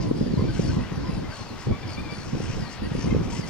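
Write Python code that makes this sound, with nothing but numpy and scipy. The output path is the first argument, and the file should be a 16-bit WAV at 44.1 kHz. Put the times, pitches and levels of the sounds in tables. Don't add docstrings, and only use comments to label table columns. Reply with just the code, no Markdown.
import sys
import numpy as np
from scipy import signal
from scipy.fft import rfft, irfft, next_fast_len
from scipy.io import wavfile
from scipy.ndimage import uniform_filter1d

SR = 44100
rng = np.random.default_rng(int(sys.argv[2]) if len(sys.argv) > 2 else 0)


def inscribe(sig):
    pcm = np.round(np.clip(np.atleast_2d(sig).T, -1, 1) * 32767)
    wavfile.write(sys.argv[1], SR, pcm.astype(np.int16))


def to_linear_factor(level_db):
    exponent = np.asarray(level_db, float) / 20
    return 10 ** exponent


N = 153909
T, M = np.arange(N) / SR, next_fast_len(N)
F = np.fft.rfftfreq(M, 1 / SR)
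PORT_SIGN = np.array([[1], [-1]])


def curve(table):
    hz, value = np.transpose(table)
    return np.interp(np.log(F + 1), np.log(hz), value)


def unit(x):
    return x / np.sqrt(np.mean(x ** 2))


def colour(x, gain):
    return irfft(rfft(x, M) * gain, M)[..., :N]


def band(x, hz, width):
    return colour(x, np.exp(-2 * ((F - hz) / width) ** 2))


def walk(rate):
    hold = int(SR / rate)
    steps = np.repeat(rng.standard_normal(N // hold + 1), hold)
    return 1.49 * uniform_filter1d(uniform_filter1d(steps, hold), hold)[:N]


def patchy(table, slow_db, quick_db, rate, lowest, count):
    spectrum = rfft(rng.standard_normal(M)) * to_linear_factor(curve(table))
    swell, octave = walk(3.3), np.log2((F + 1) / lowest)
    out = 0
    for k in range(count):
        bell = np.cos(np.pi / 2 * np.clip(2 * octave - k, -1, 1)) ** 2
        flicker_db = slow_db * swell + quick_db * walk(rate)
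        out = out + irfft(spectrum * bell, M)[:N] * to_linear_factor(flicker_db)
    return unit(out)


# freq_hz [Hz], density_db [dB per Hz]
SURF_SPECTRUM = [(180, -38), (300, -7), (484, -4.5), (1050, -4), (3810, -13.5), (4880, -12.5),
                 (8990, -29.5), (10400, -34.5), (15500, -41)]
# freq_hz [Hz], common_share [0 to 1]
SURF_COHERENCE = [(500, 0.8), (1000, 0.88), (4000, 0.29), (8000, 0.68), (13000, 0.28)]


def surf():
    level_db = -42
    left, other = (patchy(SURF_SPECTRUM, .3, 1.2, 12, 200, count=14) for _ in range(2))
    common = np.clip(curve(SURF_COHERENCE), 0, 1)
    right = colour(left, common) + colour(other, np.sqrt(1 - common ** 2))
    return to_linear_factor(level_db) * np.array([left, right])


# time_s [s], level_db [dB]
GUSTS = [(0, -30.5), (.4, -28.5), (.55, -32.5), (.76, -27), (.85, -33), (1.2, -32.5), (1.29, -41.5),
         (1.64, -43.5), (1.699, -26.5), (1.8, -42), (1.92, -35), (2.27, -41), (2.34, -32.5), (2.64, -36),
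         (2.74, -39.5), (3.15, -28.5), (3.49, -38)]
# freq_hz [Hz], density_db [dB per Hz]
WIND_IN_STEP = [(20, -5), (108, 0), (172, -1), (295, -7), (585, -21), (1100, -47)]
# freq_hz [Hz], density_db [dB per Hz]
WIND_OPPOSED = [(20, -27), (70, -5.5), (192, -5), (290, -8), (500, -16), (1100, -33)]


def turbulence():
    gust_db, flutter_db, eddy_db, opposed_db = -1, 2.8, 1.5, -0.5
    even_s = .07
    time_s, level_db = np.transpose(GUSTS)
    flow = to_linear_factor(np.interp(T, time_s, level_db) + gust_db + flutter_db * walk(55))
    eddies = [patchy(s, 0, eddy_db, 25.26, 19.9, count=13) for s in (WIND_IN_STEP, WIND_OPPOSED)]
    in_step, opposed = (e / np.sqrt(uniform_filter1d(e ** 2, int(even_s * SR))) for e in eddies)
    return flow * (in_step + to_linear_factor(opposed_db) * opposed * PORT_SIGN)


# [dB, sharp edge re peak]
BUFFETS = [(0.107, -9, 280, -9.5), (0.186, -23, 124, -10), (0.206, -11, 191, -10.5),
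           (0.26, -16.5, 230, -11), (0.332, -13.5, 207, -11), (0.37, -15.5, 140, -9.5),
           (0.389, -15.5, 102, -6), (0.418, -12.5, 164, -11), (0.473, -22, 170, -14),
           (0.59, -12, 163, -4.5), (0.644, -18.5, 152, -10), (0.69, -23.5, 111, -10),
           (0.765, -13, 152, -12), (0.916, -23.5, 127, -8.5), (0.972, -17.5, 130, -12.5),
           (1.089, -19, 167, -8), (1.176, -21.5, 118, -8), (1.407, -26.5, 106, -14), (1.534, -31, 180, -11),
           (1.666, -18, 115, -9), (1.708, -22.5, 111, -11), (1.847, -26.5, 113, -13),
           (1.909, -27, 102, -13), (1.977, -24, 200, -12), (2.119, -27.5, 140, -4), (2.327, -20, 146, -6),
           (2.345, -20, 116, -5), (2.398, -21.5, 172, -3), (2.434, -27, 108, -16),
           (2.496, -20.5, 108, -11.5), (2.573, -34, 134, -15), (2.621, -20.5, 108, -10),
           (2.793, -29, 102, -10), (2.866, -22, 178, -11), (2.912, -18.5, 145, -11),
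           (2.946, -18.5, 174, -3.5), (3.04, -19, 133, -6.5), (3.069, -15.5, 210, -8.5),
           (3.121, -12.5, 226, -12), (3.143, -14, 118, -1), (3.16, -14, 135, -4), (3.209, -23.5, 101, -10),
           (3.39, -18.5, 155, -8)]


def buffets():
    thump_db, turns = -3, 0.82
    edge_s, edge_hz = .0022, 420
    out = 0
    phases = 2 * np.pi * rng.random((len(BUFFETS), 2))
    for (start, db, hz, edge_db), (p, q) in zip(BUFFETS, phases):
        t = (T - start - .007) * hz
        in_step = np.sin(2 * np.pi * t + p)
        opposed = 0.72 * PORT_SIGN * np.sin(1.6 * 2 * np.pi * t + q)
        out = out + to_linear_factor(db + thump_db) * np.exp(-(t / turns) ** 2) * (in_step + opposed)
        t = T - start - .006
        edge = np.cos(2 * np.pi * edge_hz * t + np.array([[p], [q]]))
        out = out + to_linear_factor(db + edge_db) * np.exp(-(t / edge_s) ** 2) * edge
    return out


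def wind():
    return signal.sosfilt(signal.butter(2, 800, fs=SR, output="sos"), turbulence() + buffets())


# start_s [s], level_db [dB], centre_hz [Hz]
BILL_CLICKS = [
    (1.147, -42, 6200),
    (3.453, -56, 12000),
    (3.316, -60, 11500),
    (3.336, -61, 11500),
]


def bill_clicks():
    noise, out = rng.standard_normal(N), 0
    for start, db, hz in BILL_CLICKS:
        burst = noise * np.exp(-((T - start) / 0.0045) ** 2)
        out = out + to_linear_factor(db) * band(burst, hz, hz / 2)
    return out


def calls(rows, partials_db, trill, bend, waver=.01):
    trill_hz, trill_drop, hoarse_db = 74, .05, 2
    attack_s, release_s = 0.0048, 0.0088
    out, wander, rough = np.zeros(N), walk(150), walk(120)
    for (start, length, db, hz0, hz1), (beat, tempo) in zip(rows, rng.random((len(rows), 2))):
        on = (T >= start) & (T < start + length)
        t = T[on] - start
        cycle = (t * trill_hz * (0.838 + 0.19 * tempo) + beat) % 1
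        glide = hz1 + (hz0 - hz1) * (1 - t / length) ** bend
        hz = glide * (1 + waver * wander[on] - trill * trill_drop * (cycle - .5))
        phase = 2 * np.pi * np.cumsum(hz) / SR
        tone = sum(to_linear_factor(p) * np.sin((k + 1) * phase) for k, p in enumerate(partials_db))
        level = to_linear_factor(db + 6.5 + hoarse_db * np.sqrt(trill) * rough[on])
        shape = np.clip(t / attack_s, 0, 1) * np.clip((length - t) / release_s, 0, 1)
        chop = (1 - trill * np.cos(np.pi * cycle) ** 2) ** 2
        out[on] += level * shape * chop * tone
    return out


def far_calls():
    count, lowest_hz, change, level_db = 60, 739.3, 1.03, -61
    r = rng.random((count, 4))
    hz = lowest_hz * (1 + r[:, 3])
    rows = np.c_[r[:, 0] * N / SR, .03 + .06 * r[:, 1], level_db + 6 * r[:, 2], hz, hz * change]
    return calls(rows, [-11, 0, -10], trill=1.0, bend=0.91)


# start_s [s], length_s [s], level_db [dB], start_hz [Hz], end_hz [Hz]
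HONKS = [(0, .11, -51, 1040, 980), (.375, .058, -45, 1005, 1065), (.71, .075, -52, 1000, 1030),
         (1.04, .075, -47, 995, 1060), (1.37, .09, -54, 1130, 1000), (3.32, .045, -48, 925, 960),
         (.48, .033, -48, 1524, 1540), (.56, .033, -48.5, 1515, 1550), (.69, .031, -48, 1520, 1550),
         (1.315, .035, -49.5, 1520, 1600), (1.715, .06, -49, 1095, 1170)]


def honks():
    return calls(HONKS, [0, -11, -22], trill=0.35, bend=0.87, waver=.005)


# start_s [s], length_s [s], level_db [dB], start_hz [Hz], end_hz [Hz]
YELPS = [(1.71, 0.071, -54, 1119, 1183), (1.825, 0.023, -49, 1168, 1200), (1.885, 0.022, -51, 1123, 1100),
         (1.97, 0.038, -45.5, 1164, 1206), (2.03, 0.062, -53.5, 1240, 1128), (2.085, 0.07, -50, 1155, 1186),
         (1.24, 0.028, -52, 1045, 1030), (2.612, 0.069, -54.5, 964, 928), (3.07, 0.025, -51, 1030, 1120),
         (2.83, 0.049, -51.5, 913, 978), (2.92, 0.033, -54, 955, 937), (2.99, 0.056, -54.5, 937, 860),
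         (3.105, 0.021, -45, 1043, 1090), (3.355, 0.045, -51, 1010, 1010), (3.43, 0.024, -48, 1037, 976)]


def yelps():
    return calls(YELPS, [-11, 0, -10], trill=0.11, bend=0.85, waver=.005)


# start_s [s], length_s [s], level_db [dB]
RASPS = [(0, 0.064, -49.5), (0.522, 0.16, -47), (0.638, 0.16, -50.5), (1.305, 0.17, -49),
         (1.562, .13, -52.5), (1.858, 0.13, -54), (2.061, 0.4, -54.5), (2.342, 0.35, -48.5),
         (2.684, 0.085, -50), (2.851, 0.4, -51.5), (3.217, 0.071, -50), (3.281, 0.15, -41.5),
         (3.451, 0.09, -47)]
# centre_hz [Hz], width_hz [Hz], level_db [dB]
RASP_THROAT = [(2500, 1420, -1), (5520, 1480, 0.5), (7630, 1900, -8), (10400, 4500, -24)]


def rasps():
    throb_hz, throb_floor = 58, .3
    noise = rng.standard_normal(N)
    throat = [to_linear_factor(db + 2 * walk(30.1)) * unit(band(noise, hz, w)) for hz, w, db in RASP_THROAT]
    hoarse = unit(sum(throat))
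    gate, drift = 0, 0.31 * walk(24.88)
    for start, length, db in RASPS:
        cycle = ((T - start) * throb_hz + drift) % 1
        arch = np.sin(np.pi * np.clip((T - start) / length, 0, 1) ** 0.8) ** 1.3
        throb = np.clip(np.minimum(cycle / 0.064, (.8 - cycle) / 0.12), 0, 1)
        gate = gate + to_linear_factor(db) * arch * (throb_floor + throb)
    return hoarse * gate


# start_s [s], length_s [s], level_db [dB], start_hz [Hz], end_hz [Hz]
SLIDES = [(.165, .125, -55, 5300, 4620), (.16, .045, -56, 4900, 4450), (.375, .06, -53, 4950, 4200),
          (1.455, .08, -56, 4700, 3980), (1.87, .057, -55, 4650, 4150), (2.1, .065, -56, 4750, 4080),
          (2.11, .06, -59, 5400, 4800), (2.7, .09, -57, 4950, 4100), (3.365, .09, -51, 5450, 4350),
          (.81, .045, -55, 2550, 2700), (.925, .014, -55, 6050, 6000), (.95, .025, -56, 5850, 5800)]
SLIDE_PARTIALS = [-1.5, -15]


def slides():
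    return calls(SLIDES, SLIDE_PARTIALS, trill=0.31, bend=1.2, waver=.005)


# start_s [s], length_s [s], level_db [dB], start_hz [Hz], end_hz [Hz]
THIN_SQUEALS = [(1.065, .14, -63, 5230, 4330), (.06, .05, -62, 4900, 4370), (.15, .06, -66, 4300, 3850),
                (.91, .08, -67, 4900, 4500), (.8, .05, -65, 4500, 4150), (.62, .065, -61, 4900, 4400),
                (1.97, .05, -64, 4500, 4200), (2.1, .1, -65, 5200, 4650), (.5, .065, -64, 4800, 4150),
                (2.375, .06, -64, 5000, 4600), (2.82, .08, -63, 4850, 4350), (2.925, .1, -63, 5250, 4550),
                (3.02, .07, -60, 4850, 4350), (3.24, .03, -63, 4950, 4800), (3.455, .035, -59, 4650, 4400),
                (.15, .045, -66, 4950, 4550)]


def thin_squeals():
    return calls(THIN_SQUEALS, [1, 0], trill=.75, bend=1.4)


# start_s [s], length_s [s], level_db [dB], start_hz [Hz], end_hz [Hz]
SQUEALS = [(0, .045, -53, 5200, 4800), (.315, .06, -53, 4500, 4100), (1.06, .07, -54, 5300, 4800),
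           (.485, .085, -52, 4800, 4200), (.62, .125, -49.5, 4810, 4300), (1.13, .068, -54, 5250, 4500),
           (1.29, .15, -49.5, 4750, 4220), (1.87, .095, -49.5, 5350, 4500), (1.785, .04, -57, 5100, 4600),
           (2.1, .145, -50, 4800, 4340), (2.59, .11, -49, 5300, 4200), (2.83, .04, -53, 4770, 4400),
           (2.95, .09, -54, 4900, 4400), (3.31, .06, -52, 4900, 4400)]


def squeals():
    return calls(SQUEALS, [-2, -19], trill=.75, bend=1.6)


def colony():
    decay_s, scatter_db = .22, -7
    terns = squeals() + thin_squeals() + slides() + rasps()
    birds = terns + honks() + yelps() + far_calls() + bill_clicks()
    t = np.arange(12000) / SR
    tail = rng.standard_normal((2, len(t))) * to_linear_factor(-60 * t / decay_s) * (t > .004)
    tail = tail / np.sqrt(np.sum(tail ** 2, axis=1, keepdims=True))
    return birds + to_linear_factor(scatter_db) * signal.fftconvolve(birds[None], tail, axes=1)[:, :N]


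# freq_hz [Hz], gain_db [dB]
RIGHT_PORT = [(500, -1.5), (1000, -2.5), (2400, -7.5), (4400, -5), (8000, -5.5), (13000, 1.5)]


def scene():
    lag_s = 4.5e-5
    air = colony() * to_linear_factor(np.array([[4], [1.5]])) + surf()
    right = colour(air[1], to_linear_factor(curve(RIGHT_PORT)) * np.exp(-2j * np.pi * F * lag_s))
    return np.array([air[0], right]) + wind()


def top_cut(x):
    return signal.sosfilt(signal.butter(12, 16080, fs=SR, output="sos"), x)


def record(dry):
    top_hz = 15760
    rounded = np.tanh(dry / 0.51) * 0.6
    mix = colour(rounded, F < top_hz)
    return top_cut(mix)


dry = scene()
out = record(dry)
inscribe(out)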